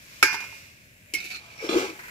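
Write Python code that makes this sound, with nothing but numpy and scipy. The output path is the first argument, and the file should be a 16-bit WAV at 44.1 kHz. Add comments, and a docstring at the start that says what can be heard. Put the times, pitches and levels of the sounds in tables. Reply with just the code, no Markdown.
"""Hot oil sizzles, and fried dumplings fizz close by over a low kitchen rumble.
A steel skimmer is knocked once on a steel colander, exciting its modes, and the dumplings thud
into the ringing bowl. The skimmer clinks on the pan, slides squealing down its wall, scrapes
along the bottom by stick-slip friction and nudges the food. Two microphones close above
hear it all through a limiter."""
import sys
import numpy as np
from scipy import signal
from scipy.fft import rfft, irfft
from scipy.io import wavfile

SR = 44100
rng = np.random.default_rng(int(sys.argv[2]) if len(sys.argv) > 2 else 0)


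def to_wav(sig):
    """Store sig (one row per channel, or 1-D mono) as 16-bit WAV at the path in sys.argv[1].

    Samples outside -1..1 are clipped; the rate is SR.
    """
    pcm = np.clip(np.atleast_2d(sig), -1, 1) * 32767
    pcm = np.round(pcm).astype(np.int16)
    wavfile.write(sys.argv[1], SR, pcm.T)  # frames by channels


N = 92610
PAN_LAG_S = 0.0003  # the pan's noise reaches the right microphone later


def undb(db):
    """Amplitude grows tenfold for every 20 dB."""
    return 10 ** (np.asarray(db) / 20)


def unit(x):
    """Normalisation to an rms of 1."""
    return x / np.sqrt(np.mean(x ** 2))


def clock():
    """Time of every sample in seconds."""
    return np.arange(N) / SR


def curve(table):
    """Envelopes interpolated in decibels, one for each level column of a time table."""
    times, *columns = np.array(table).T
    return [undb(np.interp(clock(), times, levels)) for levels in columns]


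def colour(x, points):
    """Minimum-phase filter. Each row of a spectrum: frequency in Hz, level in dB."""
    hz, db = np.array(points).T
    f = np.maximum(np.fft.rfftfreq(2 * N, 1 / SR), 1)
    gain = undb(np.interp(np.log(f), np.log(hz), db))
    cepstrum = irfft(np.log(gain))
    cepstrum[1:N] *= 2  # folding onto positive time makes the filter causal
    cepstrum[N + 1:] = 0
    return irfft(rfft(x, 2 * N) * np.exp(rfft(cepstrum)))[..., :N]


def noise(points, lag_s=0, alike_below_hz=2100):
    """Partial coherence: noise at two microphones is alike in the bass, unrelated in the treble."""
    f = np.fft.rfftfreq(N, 1 / SR)
    alike = .9 / (1 + (f / alike_below_hz) ** 4)
    mid, side = rfft(rng.standard_normal((2, N)))
    mid, side = mid * np.sqrt(1 + alike), side * np.sqrt(1 - alike)
    right = (mid - side) * np.exp(-2j * np.pi * f * lag_s)
    return unit(colour(irfft([mid + side, right], N), points))


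def fade(t60_s):
    """Damping: an exponential decay of 60 dB in t60_s."""
    return np.exp(-np.log(1000) * clock() / t60_s)


def ring(modes, contact_s=0.00016):
    """Modal superposition: damped sines of alternating sign build up during the contact.
    Each row: frequency in Hz, level in dB, T60 in seconds, left minus right in dB, right lag in rad."""
    t = clock()
    tones = np.zeros((2, N))
    for k, (hz, db, t60, balance, lag) in enumerate(modes):
        gains = (-1) ** k * undb([[db + balance / 2], [db - balance / 2]])
        tones += gains * fade(t60) * np.sin(2 * np.pi * hz * t - np.array([[0], [lag]]))
    return tones * (1 - np.exp(-t / contact_s))


def strike(table, *responses):
    """Superposition of impacts: each row starts every response at the level of its column."""
    out = np.zeros((2, N))
    for start_s, *levels in table:
        start = int(start_s * SR)
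        for db, response in zip(levels, responses):
            out[:, start:] += undb(db) * response[:, :N - start]
    return out


def impulses(per_s, scatter_db):
    """A Poisson process: independent clicks of uneven size."""
    return (rng.random(N) < per_s / SR) * undb(scatter_db * np.clip(rng.standard_normal(N), -2, 2))


def stick_slip(response, per_s, scatter_db):
    """Stick-slip friction: every random slip excites the body's impulse response; rms 1."""
    slips = impulses(per_s, scatter_db) * rng.choice([-1, 1], N)
    return unit(irfft(rfft(slips) * rfft(response), N))


def bubbles(spectrum, crackle_db=-7):
    """Tiny bursts add incoherently: most merge into a hiss, the nearer ones crackle."""
    bursts = impulses(per_s=1800, scatter_db=2)
    hiss = noise(spectrum, PAN_LAG_S)
    crackle = unit(colour(bursts * rng.standard_normal((2, N)), spectrum))
    return unit(hiss + undb(crackle_db) * crackle)


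def oil():
    """Bursting bubbles radiate broadband noise from the pan and from hot crusts carried close by."""
    # Envelopes. Each row: time in seconds, level in dB.
    pan_levels = [(0, -50.5), (0.2, -47.5), (0.55, -47), (0.75, -54), (1.04, -54), (1.11, -51),
                  (1.5, -57.5), (2.1, -44.5)]
    crust_levels = [(0, -54.5), (0.14, -49), (0.58, -49), (0.78, -58.5), (1.1, -72)]
    # Spectra. Each row: frequency in Hz, level in dB.
    sizzle = [(120, -10.5), (300, -5), (450, -10), (600, -3), (800, -17), (1250, -16.5), (1650, -2),
              (1900, -2.5), (2400, 3.5), (3200, -10), (5200, -12.5), (7500, -8), (9000, -8.5), (15000, -10)]
    fizz = [(300, -22.5), (1500, -1.5), (2500, -1), (5500, 4.5), (9000, -5), (15000, -12.5)]
    return curve(pan_levels)[0] * bubbles(sizzle) + curve(crust_levels)[0] * bubbles(fizz)


def kitchen_rumble():
    """Stationary background noise with its energy in the bass."""
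    # Each row: frequency in Hz, level in dB.
    spectrum = [(20, -27.5), (45, -7.5), (70, -2), (105, 2.5), (170, -3), (300, -11), (3000, -61)]
    return undb(-57) * noise(spectrum)


def shimmer(spacing_hz=22, t60_s=0.43, damping_exponent=0.24):
    """Damping rises with frequency: of the bowl's dense, weak modes the higher ones die sooner."""
    # Each row: frequency in Hz, level in dB.
    spectrum = [(200, -11.5), (700, -26), (950, -7.5), (1130, -12.5), (1450, -5.5), (1850, -12),
                (2300, -10), (3000, -8), (3800, -15.5), (4500, -3), (5600, -1.5), (8000, -14.5),
                (15000, -15)]
    f = np.fft.rfftfreq(N, 1 / SR)
    share = f[1] / spacing_hz  # chance that a frequency bin holds a mode
    modes = rfft(noise(spectrum)) * (rng.random(len(f)) < share) / np.sqrt(share)
    edges_hz = [0, 1500, 3000, 6000, 10000, 22050]
    out = np.zeros((2, N))
    for low, high in zip(edges_hz, edges_hz[1:]):
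        band = irfft(modes * ((f >= low) & (f < high)), N)
        out += band * fade(t60_s * (3000 / high) ** damping_exponent)
    return out


def colander(cut_hz=220):
    """Free vibration after a blow: close modes beat, and the thin pierced steel radiates no bass."""
    # A graze, then the blow. Each row: start in seconds, level in dB.
    blows = [(0.2259, -32), (0.2275, -4)]
    # Brief modes of skimmer and rim, lasting modes of the bowl; rows as in ring().
    rim_modes = [(291.2, -17.5, 0.079, 1.5, 0.97), (383.6, -15, 0.084, -4.5, .2),
                 (964, -11, 0.022, 2.5, -0.49), (1253, -4.5, 0.053, -2, 0.85), (1380, 5, 0.022, -1, 0.89),
                 (1600, -8.5, 0.15, -5, 1.4), (2237, 0, 0.08, -9, 2.33), (5260, -9.5, .08, -10.5, 1.47),
                 (5350, -22, 0.068, -0.5, -0.51), (6940, -10, 0.0697, -1, 3.1), (7270, -17, 0.12, 3, 1)]
    bowl_modes = [(871, -28, .31, 0, 0), (1475, -29, .45, 9, .7), (1518, -27, .45, -5, .5),
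                  (1593, -21, .36, 0, -.1), (1618, -21, .33, -4, 2.6), (1750, -23.5, .42, -7, 1.3),
                  (2024, -33, .5, -8, 2.6), (2117, -22, .53, -4, 1.7), (2159, -30, .8, -11, 0),
                  (2293, -23, .33, -5, .8), (2424, -21, .63, -9, -1.3), (2432, -28, .7, -5, -.9),
                  (2568, -35, 1.2, 1, -1.7), (2708, -38, 1.1, -4, .2), (2848, -38, 1.1, 1, .5),
                  (4517, -33, .4, 0, 1.2), (4872, -30, .42, -3, 1.2), (4958, -26, .44, -9, -2),
                  (5010, -32, .45, -5, -2.6), (5556, -34, .5, -9, -2.6), (5696, -31, .39, -7, 2.1)]
    # The crack of contact. Each row: frequency in Hz, level in dB.
    crack = [(40, -29), (150, -16.5), (330, 4), (580, -7.5), (730, -33.5), (930, -9), (1120, -16),
             (1350, 4.5), (1850, 2), (2300, 8.5), (3200, -2.5), (5500, 0), (7500, 0), (8800, -5),
             (11500, -3), (15000, -14.5)]
    ringing = ring(rim_modes) + undb(3) * ring(bowl_modes) + undb(-14) * shimmer()
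    clank = strike(blows, ringing + noise(crack) * fade(t60_s=0.099))
    return signal.sosfilt(signal.butter(2, cut_hz, "high", fs=SR, output="sos"), clank)


def dumplings():
    """Soft impacts excite only low modes of the bowl; the crust adds a scratch of noise."""
    # Each row: start in seconds, thud level in dB, crust level in dB.
    landings = [(0.329, -42, -28.5), (0.343, -24.5, -30.5), (0.404, -61, -34.5), (0.427, -40, -45),
                (0.441, -43, -38.5), (0.526, -44, -49)]
    # Modes of the bowl's floor; rows as in ring().
    thud_modes = [(417, -22.5, 0.22, 0.92, 0), (869, -4.5, 0.071, 0.79, 0.0041), (910, 5, 0.021, 0.77, 0)]
    # Each row: frequency in Hz, level in dB.
    crust_spectrum = [(50, -15), (200, -1.5), (700, -8.5), (1400, -2.5), (2500, 3), (3500, -3.5),
                      (5500, -1), (9000, -8.5), (15000, -9.5)]
    return strike(landings, ring(thud_modes), noise(crust_spectrum) * fade(t60_s=0.11))


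def clinks():
    """Hard impacts on the pan's gritty wall excite the skimmer's high modes, each with a tick."""
    # Each row: start in seconds, then blade, edge and tick levels in dB.
    contacts = [(1.1375, -30, -23.5, -23), (1.1445, -21, -29, -28.5), (1.1505, -38, -25, -41),
                (1.2425, -55, -44, -36.5), (1.254, -70, -52, -38), (1.303, -62, -46, -48),
                (1.368, -54, -64, -50)]
    # The skimmer's modes; rows as in ring().
    blade_modes = [(2163, -6.5, 0.16, -13.5, 0.65), (2220, 0.5, 0.095, -10.5, 1)]
    edge_modes = [(3060, -11, .1, 2, 1), (4194, -9, .085, 2, .8), (4910, -10, .06, 0, 1),
                  (5636, -5, .12, -1.5, .5), (7570, -9, .06, 5, 1), (10480, -11, .055, 4, 1),
                  (11140, -13, .055, 4, 2)]
    # Each row: frequency in Hz, level in dB.
    tick_spectrum = [(100, -22), (320, 8.5), (600, -16), (1400, -14), (1900, -7), (2500, 9.5), (3500, -5),
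                     (5200, 2.5), (9000, -1), (15000, -4)]
    tick = noise(tick_spectrum, PAN_LAG_S) * fade(t60_s=0.088)
    return strike(contacts, ring(blade_modes), ring(edge_modes), tick)


def slide():
    """Light sliding friction excites the pan's wall through many small slips."""
    # Each row: time in seconds, level in dB.
    levels = [(1.135, -92), (1.145, -38), (1.17, -37), (1.225, -35.5), (1.285, -40), (1.32, -35),
              (1.345, -38), (1.365, -35), (1.41, -51), (1.57, -50), (1.605, -46), (1.66, -39.5),
              (1.9, -41.5), (2.1, -101)]
    # Each row: frequency in Hz, level in dB.
    wall_spectrum = [(100, -18.5), (200, -6), (330, -13.5), (520, -19), (690, -11), (850, -23.5),
                     (1150, -21), (1380, -14.5), (1600, -10), (2000, -5.5), (2350, 5.5), (3300, -11),
                     (4400, -6.5), (6000, -11.5), (9000, -16.5), (15000, -20.5)]
    wall = noise(wall_spectrum, PAN_LAG_S) * fade(t60_s=0.077)
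    return curve(levels)[0] * stick_slip(wall, per_s=600, scatter_db=4)


def squeals(width_hz=190):
    """Friction-induced vibration: the sliding edge gives rough, narrow tones that swell and sink."""
    # Each row: start and length in seconds, starting pitch in Hz, sag in Hz per second, level in dB.
    glides = [(1.173, 0.026, 5100, 4500, -41.5), (1.287, 0.12, 4550, 3400, -42),
              (1.319, 0.07, 1405, 600, -49), (1.542, 0.24, 5610, 1246, -44),
              (1.577, 0.061, 2320, 1220, -41.5)]
    lowpass = signal.butter(2, width_hz / 2, fs=SR, output="sos")
    out = np.zeros((2, N))
    for start, length, hz, sag, db in glides:
        age = np.clip(clock() - start, 0, length)
        waver = signal.sosfilt(lowpass, rng.standard_normal((2, N)))
        tone = np.sin(2 * np.pi * np.cumsum(hz - sag * age) / SR)
        out += undb(db) * np.sin(np.pi * age / length) * unit(waver * tone)
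    return out


def scrape():
    """Hard stick-slip friction drives the oil-filled pan's modes; it rings where the blade catches."""
    # Each row: time in seconds, then upper boom, lower boom and rasp levels in dB.
    levels = [(1.14, -110, -110, -97), (1.4, -89, -94, -53), (1.59, -77, -87, -51), (1.612, -57, -70, -43),
              (1.626, -37, -55, -42.5), (1.648, -36.5, -32, -38), (1.686, -35.5, -54, -43.5),
              (1.695, -52, -25, -31), (1.715, -35.5, -31.5, -31), (1.762, -26.5, -21, -29.5),
              (1.8, -34.5, -25, -28.5), (1.846, -39, -33, -34.5), (1.93, -60.5, -43.5, -46.5),
              (2.0, -74, -62, -49.5), (2.1, -63, -65, -84)]
    # Each row: start in seconds, level in dB.
    catches = [(1.690, -27), (1.712, -29), (1.733, -30)]
    # The pan's modes; rows as in ring().
    upper_boom = [(454, -2, 0.093, 2, 0.39), (488, -1, 0.059, 2.1, 0.66), (537.5, -5.5, 0.068, 3.2, 0.31)]
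    lower_boom = [(268.6, -10, 0.082, 0.82, .4), (310, -1.5, 0.042, 0.051, 0.77),
                  (376, -2.5, 0.092, 0.2, 0.59)]
    bright_modes = [(1217, -7, 0.1, 4, 1.18), (2395, 2, 0.036, 0.5, -0.96), (3210, -5.5, 0.13, -1, 1.59),
                    (3477, -2, 0.1, -1.5, 0.74), (4060, -1, 0.086, -3, -1.6)]
    # Each row: frequency in Hz, level in dB.
    rasp_spectrum = [(60, -17.5), (170, -3), (560, 5), (680, 7), (850, 0), (1020, -0.5), (1230, 7),
                     (1450, 4.5), (1700, 4.5), (1830, -10.5), (2050, 4.5), (2430, 2), (3000, 3), (4100, -6),
                     (4500, -0.5), (5800, -0.5), (9000, -8), (15000, -17)]
    ringing = ring(bright_modes)
    rasp = noise(rasp_spectrum, PAN_LAG_S) * fade(t60_s=0.24) + undb(-13.5) * ringing
    bodies = ring(upper_boom), ring(lower_boom), rasp
    friction = sum(gain * stick_slip(body, per_s=700, scatter_db=-1)
                   for gain, body in zip(curve(levels), bodies))
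    return friction + strike(catches, ringing)


def nudges():
    """Damped impacts: the skimmer bumps dumplings in the oil, each a decaying burst of noise."""
    # Each row: start in seconds, level in dB.
    bumps = [(1.99, -38), (2.035, -40), (2.055, -45.5), (2.081, -40.5)]
    # Each row: frequency in Hz, level in dB.
    spectrum = [(300, -15), (750, -24), (1000, 4), (1200, -9), (1500, 4.5), (1750, 3), (2100, 5),
                (2450, 0.5), (3200, -13), (5000, -11), (12000, -16)]
    return strike(bumps, noise(spectrum, PAN_LAG_S) * fade(t60_s=0.22))


def scene():
    """Linear superposition: the pressures of all sources add at each microphone."""
    return (oil() + kitchen_rumble() + colander() + dumplings()
            + clinks() + slide() + squeals() + scrape() + nudges())


def record(dry, ceiling_db=0, release_db_per_s=62.5, top_hz=15550):
    """Each microphone filters the sound; a limiter ducks at peaks and recovers; the top is cut."""
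    # Frequency responses. Each row: frequency in Hz, gain in dB.
    left_mic = [(300, -0.5), (900, 3.5), (2300, 0), (5200, -3), (7300, 1), (9300, -5.5), (11200, 0.5),
                (12500, -1.5), (15000, -3)]
    right_mic = [(300, -3), (900, 1), (2300, 1.5), (5500, -1), (6800, -6.5), (7700, -21.5), (9500, -30.5),
                 (10500, -5.5), (13000, -12), (15000, -5)]
    x = np.array([colour(dry[0], left_mic), colour(dry[1], right_mic)])
    peak = np.abs(x).max(axis=0)
    over_db = 20 * np.log10(np.maximum(peak / undb(ceiling_db), 1))
    recovery = release_db_per_s * clock()
    duck_db = np.maximum.accumulate(over_db + recovery) - recovery
    lowpass = signal.ellip(10, .2, 70, top_hz, fs=SR, output="sos")
    return signal.sosfilt(lowpass, x * undb(-duck_db))


dry = scene()
out = record(dry)
to_wav(out)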